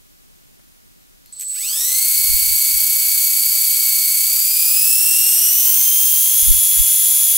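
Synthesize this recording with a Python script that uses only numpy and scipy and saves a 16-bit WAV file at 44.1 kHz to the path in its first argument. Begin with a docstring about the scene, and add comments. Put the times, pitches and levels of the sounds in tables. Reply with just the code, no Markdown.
"""Model helicopter spinning up

A small electric helicopter starts on a bench, close to a mid-side microphone. Its speed controller whistles,
the motor stutters into motion, and a 10-tooth pinion drives a 70-tooth plastic gear: tooth-rate harmonics
scream and puffs of friction noise rasp as the throttle is raised. Blades and tail motor hum below as tones;
low noise is the downwash buffeting the microphone. Ticks, a servo whine, reflections and hiss complete it."""
import sys
import numpy as np
from scipy import signal
from scipy.fft import rfft, irfft, next_fast_len
from scipy.io import wavfile
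from scipy.ndimage import uniform_filter1d, minimum_filter1d

SR = 44100
rng = np.random.default_rng(int(sys.argv[2]) if len(sys.argv) > 2 else 0)


def file_out(sig):
    """Save sig as 16-bit WAV at sys.argv[1]."""
    # one column per channel
    cols = np.atleast_2d(sig).T
    # limit, then scale
    lim = np.clip(cols, -1, 1)
    pcm = np.round(lim * 32767).astype(np.int16)
    wavfile.write(sys.argv[1], SR, pcm)


N = 325017
T = np.arange(N) / SR  # s

# Throttle stick. Each row: time in seconds, rotor speed asked for in turns per second.
THROTTLE_RPS = [(1.399, 0.0), (1.584, 19.37), (1.677, 25.24), (1.798, 28.62), (1.983, 31.69),
                (2.641, 32.01), (3.321, 32.12), (3.372, 32.49), (3.929, 31.81), (4.24, 32.05),
                (4.268, 33.16), (4.638, 35.21), (4.887, 38.23), (5.323, 40.27), (5.588, 43.27),
                (5.841, 45.24), (6.166, 45.94), (6.392, 48.12), (7.37, 48.0)]
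# One tooth's blow. Each row: harmonic of the tooth rate, relative level in dB; the last row serves all above.
TOOTH_DB = [(1, 2.5), (2, 0.9), (3, 1.5), (4, 1), (5, -0.25), (6, 1.5), (7, -4.5)]
# Frame's radiation of the tooth tones. Each row: frequency in Hz, gain in dB.
FRAME_DB = [(500, -61), (1400, -31), (1900, -26.5), (2250, -18.5), (3050, -22.5), (3400, -17), (4000, -13),
            (5300, -11), (6800, -14), (8500, -18.5), (10200, -1), (12000, -2), (14300, -5.5),
            (17000, -10.5)]
# Frame resonances on top. Each row: centre in Hz, width in Hz, lift in dB.
FRAME_MODES = [(2141, 320, 4), (2341, 77, -11.5), (2753, 220, 9.5), (4000, 200, -1), (4580, 540, 6.5),
               (5730, 400, 5), (6260, 380, 3.5), (8380, 760, 17), (11500, 430, 4), (13500, 600, 3.5),
               (15470, 870, 13.5)]
# Rasp of the sliding teeth. Each row: frequency in Hz, relative density in dB per Hz.
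RASP_DB = [(150, -28), (400, -23.5), (700, -34.5), (1250, -26.5), (1850, -25), (2200, -17.5), (2800, -12),
           (3800, -11), (5600, -8), (7100, -2.5), (8200, -4), (10000, -3), (12200, -0.5), (15700, -0.5)]
# Resonances and dips of the rasp. Each row: centre in Hz, width in Hz, lift in dB.
RASP_MODES = [(2320, 47, 4.0), (2550, 170, -2.0), (690, 62, -1), (336, 160, -12.5)]
# Kicks of current that jerk the motor into motion. Each row: start in seconds, level in dB, rise in seconds.
KICKS = [(1.324, -33.5, .004), (1.354, -36.5, 0.018), (1.384, -30, 0.015), (1.493, -37, 0.005)]
# Blade hum. Each row: multiple of the rotor speed, relative level in dB.
HUM_ORDERS_DB = [(1, -60), (2, -54), (3, -70), (4, -68), (5, -69.5), (6, -71), (9, -73.5), (11, -93),
                 (12, -70.5)]
# Skids shaken by the main motor's imbalance. Each row: shaft speed in Hz, mean level in dB.
SHAKE_DB = [(100, -80), (190, -68), (224, -66), (264, -55), (295, -58), (336, -68)]
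# Skids chattering on the bench. Each row: frequency in Hz, relative density in dB per Hz.
CHATTER_COLOUR_DB = [(150, -20), (320, 2), (520, 1), (900, -16), (2000, -42), (8000, -80)]
# Tail motor. Each row: time in seconds, mean shaft speed in turns per second.
TAIL_RPS = [(1.4, 60), (1.8, 174), (2.1, 200), (2.8, 200), (4.0, 204), (4.5, 204), (4.92, 225), (5.32, 230),
            (5.63, 252), (5.91, 275), (6.6, 262)]
# Tail motor tones. Each row: multiple of its shaft speed, relative level in dB.
TAIL_ORDERS_DB = [(1, -12), (2, 1), (3, -3), (4, 1.5), (6, 0.5), (8, 0.5)]
# Tail boom's radiation of them. Each row: frequency in Hz, gain in dB.
BOOM_DB = [(200, -8), (270, -2.5), (400, -13), (520, -13), (620, -10), (780, -2), (1050, 0), (1230, 4.5),
           (1600, -1.5), (2100, 5)]
# Teeth knocking as the motor catches. Each row: start in seconds, level in dB before colouring.
KNOCKS = [(1.26, -39), (1.3237, -40), (1.3984, -23), (1.4102, -17.5), (1.419, -23), (1.4265, -23),
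          (1.434, -24)]
# Colour of a plastic knock. Each row: frequency in Hz, gain in dB.
KNOCK_COLOUR_DB = [(300, -60), (1000, -33), (1500, -14), (2100, -4), (3200, -6), (4400, -5), (6000, -4),
                   (7600, 2), (10000, 0), (13000, 8), (15700, -10)]
# Servo whine. Each row: frequency in Hz, relative density in dB per Hz; then time in seconds, level in dB.
SERVO_COLOUR_DB = [(2500, -33), (3900, -16), (4350, -5), (4800, -17), (7000, -20)]
SERVO_LEVEL_DB = [(1.2, -100), (1.26, -59), (1.31, -55), (1.37, -47), (1.52, -44), (1.7, -100)]
# Thumb tick. Each row: frequency in Hz, relative density in dB per Hz; then time in seconds, level in dB.
THUMB_COLOUR_DB = [(250, -25), (550, 3), (1100, -4), (2200, -6), (4000, -25)]
THUMB_LEVEL_DB = [(.585, -130), (.595, -57), (.625, -85), (.66, -130)]
# Gusts on the microphone. Each row: peak time in seconds, eddy level in dB, swell and decay time in seconds.
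GUSTS = [(2.34, -19, 0.066), (2.52, -24, 0.036), (2.76, -24, 0.023), (3.118, -35, .06), (4.82, -36, .05),
         (5.82, -34, .03), (6.51, -7, 0.035), (6.8, -11, 0.02)]
# Slow eddies. Each row: frequency in Hz, relative density in dB per Hz.
EDDY_COLOUR_DB = [(4, -17), (15, 13), (38, 14), (76, -12), (110, -26), (240, -27.5), (370, -44),
                  (700, -55), (1500, -100)]
# Buffeting by hard gusts. Each row: frequency in Hz, relative density in dB per Hz.
BUFFET_COLOUR_DB = [(30, -15), (100, 10), (220, -5), (400, -24), (1200, -60), (4000, -100)]
# Scatter off bench and walls, mid. Each row: frequency in Hz, gain in dB.
SCATTER_DB = [(300, -14), (2500, -3), (6000, 0.5)]
# Reflections across the microphone, side. Each row: frequency in Hz, gain in dB.
WIDTH_DB = [(100, 9), (500, 0), (1400, -2.5), (2300, 5), (3000, 0), (4400, -1.5), (6800, 3), (9000, -15),
            (12000, -10.5), (15000, -96)]
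# Background hiss, mid. Each row: frequency in Hz, relative density in dB per Hz.
HISS_COLOUR_DB = [(12, -38), (20, 3), (76, -10), (101, -20.5), (268, -18.5), (375, -27.5), (603, -24),
                  (866, -21.5), (6840, -15.5), (15800, -15.5)]
# Background hiss, side. Each row: frequency in Hz, relative density in dB per Hz.
SIDE_HISS_COLOUR_DB = [(12, -33), (20, -2), (241, -10.5), (471, -17.5), (1110, -22), (4110, -27.5),
                       (4580, -28), (8700, -30.5), (12000, -48), (15600, -69), (22000, -120)]

GEAR_TEETH, PINION_TEETH = 70, 10
MOTOR_RATIO = GEAR_TEETH / PINION_TEETH
INERTIA_S = .07  # rotor's lag behind the stick
PULL_SCALE_RPS_PER_S = 34  # acceleration at which pull() reaches 0.76
GEAR_DB, GEAR_DB_PER_DOUBLING, TONES_DB = -13, 7.5, -2.09
RASP_PULL_DB, TONES_PULL_DB = 1.2, 0.1  # under strain the teeth slide harder
JUDDER_S, JUDDER_WIDTH_S, JUDDER_DB = 1.422, .022, -37
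KICK_HOLD_S, KICK_RELEASE_S = 0.0079, 0.013
WHISTLE_HZ, WHISTLE_DB, WHISTLE_PULL_DB = 7990, -28.5, 3
WHISTLE_ON_S, WHISTLE_RISE_S = 1.4, 0.036
UNCHOPPED_RPS, UNCHOPPED_RANGE_RPS = 39.4, 1.2  # rotor speed where the current is no longer chopped
CHATTER_DB = -3  # against the shake
TAIL_DB, TAIL_DB_PER_DOUBLING, TAIL_PULL_DB = -57, 15, 10
TAIL_HUNT_LOW, TAIL_HUNT_FULL = .036, 0.01  # rms share of tail speed
DRAUGHT_DB, BUFFET_DB, BUFFET_POWER = -53, -12.5, 1.9
HISS_DB, SIDE_HISS_DB = -54.5, -50.5
EDGE_HZ = 15780


def amp(db):
    """Decibels to gain."""
    return 10 ** (np.asarray(db) / 20)


def unit(x):
    """Scales to rms 1."""
    return x / np.sqrt(np.mean(x ** 2) + 1e-20)


def noise():
    """White noise of rms 1."""
    return rng.standard_normal(N)


def curve(rows):
    """Rows of (s, value), joined by straight lines in time."""
    return np.interp(T, *np.transpose(rows))


def cycle(turns):
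    """One cosine swing for each turn."""
    return np.cos(2 * np.pi * turns)


def colour(x, points, modes=()):
    """Filters by (Hz, dB) points with resonances (Hz, width Hz, dB) on top."""
    hz, db = np.transpose(points)
    size = next_fast_len(N + 8192)
    f = np.fft.rfftfreq(size, 1 / SR)
    gain_db = np.interp(np.log(f + 1), np.log(hz + 1), db)
    for centre, width, lift in modes:
        gain_db += lift / (1 + (2 * (f - centre) / width) ** 2)
    return irfft(rfft(x, size) * amp(gain_db), size)[:N]


def wander(hz):
    """Smooth random signal of rms 1, low-passed at about hz."""
    size = next_fast_len(N)
    f = np.fft.rfftfreq(size, 1 / SR)
    spectrum = rfft(rng.standard_normal(size)) / np.sqrt(1 + (f / hz) ** 4)
    return unit(irfft(spectrum, size)[:N])


def rotor_speed():
    """Turns per second: inertia makes the rotor lag behind the throttle."""
    keep = np.exp(-1 / (INERTIA_S * SR))
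    return signal.lfilter([1 - keep], [1, -keep], curve(THROTTLE_RPS))


def pull(speed_rps):
    """How hard the motor pulls to speed the rotor up, 0-1."""
    acceleration = np.gradient(speed_rps) * SR
    return np.tanh(np.maximum(acceleration, 0) / PULL_SCALE_RPS_PER_S)


def doublings(speed_rps):
    """Octaves relative to top speed, 0 at the top."""
    return np.log2(speed_rps / speed_rps.max() + 1e-6)


def gears(speed_rps, turns):
    """Teeth strike and slide; both wheels run slightly out of true and rattle in their backlash."""
    throttle = speed_rps / speed_rps.max()
    spacing, height = tooth_flaws(turns), tooth_flaws(turns)
    mesh = gear_mesh(throttle, turns, spacing)
    force = gear_force(turns, height)
    tones = tooth_tones(speed_rps, throttle, turns, mesh)
    rasp = tooth_rasp(throttle, mesh) * amp(RASP_PULL_DB * pull(speed_rps))
    return gear_level(speed_rps) * force * (tones + rasp)


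def tooth_flaws(turns):
    """Each tooth of the big wheel has its own flaw, which returns every turn."""
    flaws = unit(rng.standard_normal(GEAR_TEETH))
    return np.interp(turns * GEAR_TEETH, np.arange(GEAR_TEETH), flaws, period=GEAR_TEETH)


def gear_mesh(throttle, turns, spacing):
    """Tooth phase in cycles, displaced by runout, uneven spacing and backlash."""
    motor = turns * MOTOR_RATIO
    # load presses the teeth together; in between they rattle most
    rattle = np.interp(throttle, [.5, .66, .8, 1], [0.023, 0.057, 0.021, 0.024])
    runout = 0.067 * cycle(motor) + 0.012 * cycle(2 * motor)
    runout += 0.038 * cycle(turns) + 0.043 * cycle(2 * turns + 0.29)
    runout *= np.clip(throttle / 0.64, 0, 1) ** 0.82  # the shafts whip only at speed
    backlash = rattle * wander(hz=113) + 0.028 * wander(hz=23.0)
    return turns * GEAR_TEETH + runout + 0.011 * spacing + backlash


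def gear_force(turns, height):
    """Contact force swings with both shafts and tooth height; plastic yields under the hardest blows."""
    motor = turns * MOTOR_RATIO
    swing = 1.2 * cycle(turns + 0.53) + 1.5 * cycle(motor + 0.088) + .5 * cycle(2 * motor)
    swing += 2.7 * height + 0.58 * wander(hz=181) + 0.19 * wander(hz=3.3)
    return unit(amp(3.6 * np.tanh(swing / 5)))


def tooth_tones(speed_rps, throttle, turns, mesh):
    """Blows sound at harmonics of the tooth rate, radiated by the frame."""
    # slow teeth strike softly, favouring the low harmonics
    softness = np.clip((.66 - throttle) / 0.22, 0, 1)
    # the warped wheel bites once a turn
    bite = cycle(turns + 0.22) + 0.25 * cycle(2 * (turns + 0.12))
    wobble_db = np.interp(throttle, [.66, 1], [2.4, 1.0]) * bite
    tones = np.zeros(N)
    for k in range(1, 15):
        audible = np.clip((19000 - k * GEAR_TEETH * speed_rps) / 1000, 0, 1)  # avoids aliasing
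        # the turning blades shift the sound's paths, so each tone flutters in its own way
        flutter_db = wobble_db + 1.4 * wander(hz=85)
        harmonic_db = TOOTH_DB[min(k, len(TOOTH_DB)) - 1][1]
        blow_db = harmonic_db + softness * (5.5 - 7.4 * abs(np.log2(k / 1.98)))
        tones += audible * amp(blow_db + flutter_db) * cycle(k * mesh)
    radiated = colour(tones * np.clip(speed_rps / 10, 0, 1), FRAME_DB, FRAME_MODES)
    return radiated * amp(TONES_DB + TONES_PULL_DB * pull(speed_rps))


def tooth_rasp(throttle, mesh):
    """Sliding contact: a puff of friction noise on each tooth."""
    puffs = amp(2.7 * cycle(mesh)) * noise()
    level_db = -1.0 - 2.0 * np.clip((throttle - .66) * 3, 0, 1)
    return unit(colour(puffs, RASP_DB, RASP_MODES)) * amp(level_db)


def gear_level(speed_rps):
    """Gears grow louder with speed, plus one judder as the motor catches."""
    judder = amp(JUDDER_DB) * np.exp(-((T - JUDDER_S) / JUDDER_WIDTH_S) ** 2)
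    return amp(GEAR_DB + GEAR_DB_PER_DOUBLING * doublings(speed_rps)) + judder


def controller(speed_rps, turns):
    """Chopped current makes the windings whistle, most raggedly at low speed."""
    commutation = turns * MOTOR_RATIO * 6
    ragged = 0.18 + 0.12 * np.exp(-speed_rps / 5)
    drift = .11 * wander(hz=12)
    tone = cycle(WHISTLE_HZ * T + drift + 0.19 * ragged * wander(hz=500))
    ripple = 1 + 0.035 * cycle(commutation) + ragged * wander(hz=300)
    return whistle_level(speed_rps) * np.sqrt(2) * tone * ripple


def whistle_level(speed_rps):
    """Kicks, then a steady drive, louder under load, that fades out towards full throttle."""
    kicks = np.zeros(N)
    for start_s, db, rise_s in KICKS:
        rise = np.clip((T - start_s) / rise_s, 0, 1)
        release_age_s = np.maximum(T - start_s - rise_s - KICK_HOLD_S, 0)
        kicks += amp(db) * rise * np.exp(-release_age_s / KICK_RELEASE_S)
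    drive = 1 - np.exp(-np.maximum(T - WHISTLE_ON_S, 0) / WHISTLE_RISE_S)
    chopping = .5 - .5 * np.tanh((speed_rps - UNCHOPPED_RPS) / UNCHOPPED_RANGE_RPS)
    return kicks + drive * chopping * amp(WHISTLE_DB + WHISTLE_PULL_DB * pull(speed_rps))


def blade_hum(speed_rps, turns):
    """Two blades beat the air at multiples of the rotor speed, louder with speed."""
    blades = sum(amp(db) * cycle(round(k) * turns + rng.random()) for k, db in HUM_ORDERS_DB)
    level = (speed_rps / speed_rps.max()) ** 1.1 * amp(-1.5 + 1.5 * wander(hz=6))
    return np.sqrt(2) * blades * level


def skids(speed_rps, turns):
    """Motor imbalance sweeps through a skid resonance; the skids chatter with the shake."""
    shake = amp(np.interp(speed_rps * MOTOR_RATIO, *np.transpose(SHAKE_DB)) + wander(hz=14))
    chatter = amp(CHATTER_DB) * unit(colour(noise(), CHATTER_COLOUR_DB)) * shake / shake.max()
    return np.sqrt(2) * shake * (speed_rps > 0) * (cycle(turns * MOTOR_RATIO) + chatter)


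def tail_motor(speed_rps):
    """Hunts around its own speed, steadies with throttle, and is louder holding the torque of speeding up."""
    rate_rps = curve(TAIL_RPS)
    hunt = np.interp(speed_rps / speed_rps.max(), [.66, .95], [TAIL_HUNT_LOW, TAIL_HUNT_FULL])
    turns = np.cumsum(rate_rps * (1 + hunt * wander(hz=41.3))) / SR
    lines = np.zeros(N)
    for k, db in TAIL_ORDERS_DB:
        lines += amp(db + 3.2 * wander(hz=22)) * cycle(round(k) * turns + rng.random())
    level = amp(TAIL_DB + TAIL_DB_PER_DOUBLING * doublings(rate_rps) + TAIL_PULL_DB * pull(speed_rps))
    onset = np.clip(speed_rps / 25, 0, 1) ** 2
    return np.sqrt(2) * colour(lines * level * onset, BOOM_DB)


def knocks():
    """Short plastic ticks while the motor jerks through the backlash."""
    strength = np.zeros(N)
    for start_s, db in KNOCKS:
        start = round(start_s * SR)
        age_s = T[start:][:SR // 20] - T[start]
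        strength[start:][:len(age_s)] += amp(db) * np.exp(-age_s / .0015)
    return colour(strength * noise(), KNOCK_COLOUR_DB)


def servo():
    """Faint fuzzy whine, narrow-band noise, as the stick starts to move."""
    return unit(colour(noise(), SERVO_COLOUR_DB)) * amp(curve(SERVO_LEVEL_DB))


def thumb():
    """Soft tick of the thumb on the throttle stick, a short noise burst."""
    return unit(colour(noise(), THUMB_COLOUR_DB)) * amp(curve(THUMB_LEVEL_DB))


def downwash(speed_rps):
    """Eddies push the microphone's two sides against each other in lumpy thumps; hard gusts buffet it."""
    eddies = colour(noise(), EDDY_COLOUR_DB)
    # even out the level over 0.1 s, so the gusts set it
    eddies = unit(eddies / np.sqrt(uniform_filter1d(eddies ** 2, SR // 10) + 1e-12))
    gusts = sum(amp(db) * np.exp(-abs(T - peak_s) / swell_s) for peak_s, db, swell_s in GUSTS)
    buffet = amp(BUFFET_DB) * gusts ** BUFFET_POWER * unit(colour(noise(), BUFFET_COLOUR_DB))
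    draught = amp(DRAUGHT_DB) * speed_rps / speed_rps.max()
    return (gusts + draught) * eddies + buffet


def reflections(x, t60_s):
    """Bench and walls: sparse taps of random sign that die away, energy 1."""
    t = np.arange(SR // 2) / SR
    present = (rng.random(len(t)) < 4000 / SR) * (t > .001)
    taps = rng.choice([-1., 1.], len(t)) * present * amp(-60 * t / t60_s)
    return signal.oaconvolve(x, taps / np.linalg.norm(taps))[:N]


def background(level_db, points):
    """Steady coloured hiss at a given rms level."""
    return amp(level_db) * unit(colour(noise(), points))


def scene():
    """Helicopter in the middle with some scatter; wider reflections and wind at the sides."""
    speed_rps = rotor_speed()
    turns = np.cumsum(speed_rps) / SR
    machine = gears(speed_rps, turns) + blade_hum(speed_rps, turns) + skids(speed_rps, turns)
    machine += tail_motor(speed_rps) + knocks() + servo() + thumb()
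    whistle = controller(speed_rps, turns)
    mid = machine + whistle + amp(-8.5) * colour(reflections(machine, t60_s=0.067), SCATTER_DB)
    side = amp(-7.5) * colour(reflections(machine + amp(2) * whistle, t60_s=0.41), WIDTH_DB)
    side += downwash(speed_rps)
    mid += background(HISS_DB, HISS_COLOUR_DB)
    side += background(SIDE_HISS_DB, SIDE_HISS_COLOUR_DB)
    return np.array([mid + side, mid - side])


def record(dry):
    """A steep band edge before and after a fast limiter on the sharpest peaks."""
    edge = signal.firwin(1023, EDGE_HZ, window=("kaiser", 9), fs=SR)[None]
    sound = signal.oaconvolve(dry, edge, "same")
    peak = abs(sound).max(axis=0)
    gain = minimum_filter1d(.96 / np.maximum(peak, .96), size=61)
    limited = sound * uniform_filter1d(gain, size=41)
    return signal.oaconvolve(limited, edge, "same")


dry = scene()
out = record(dry)
file_out(out)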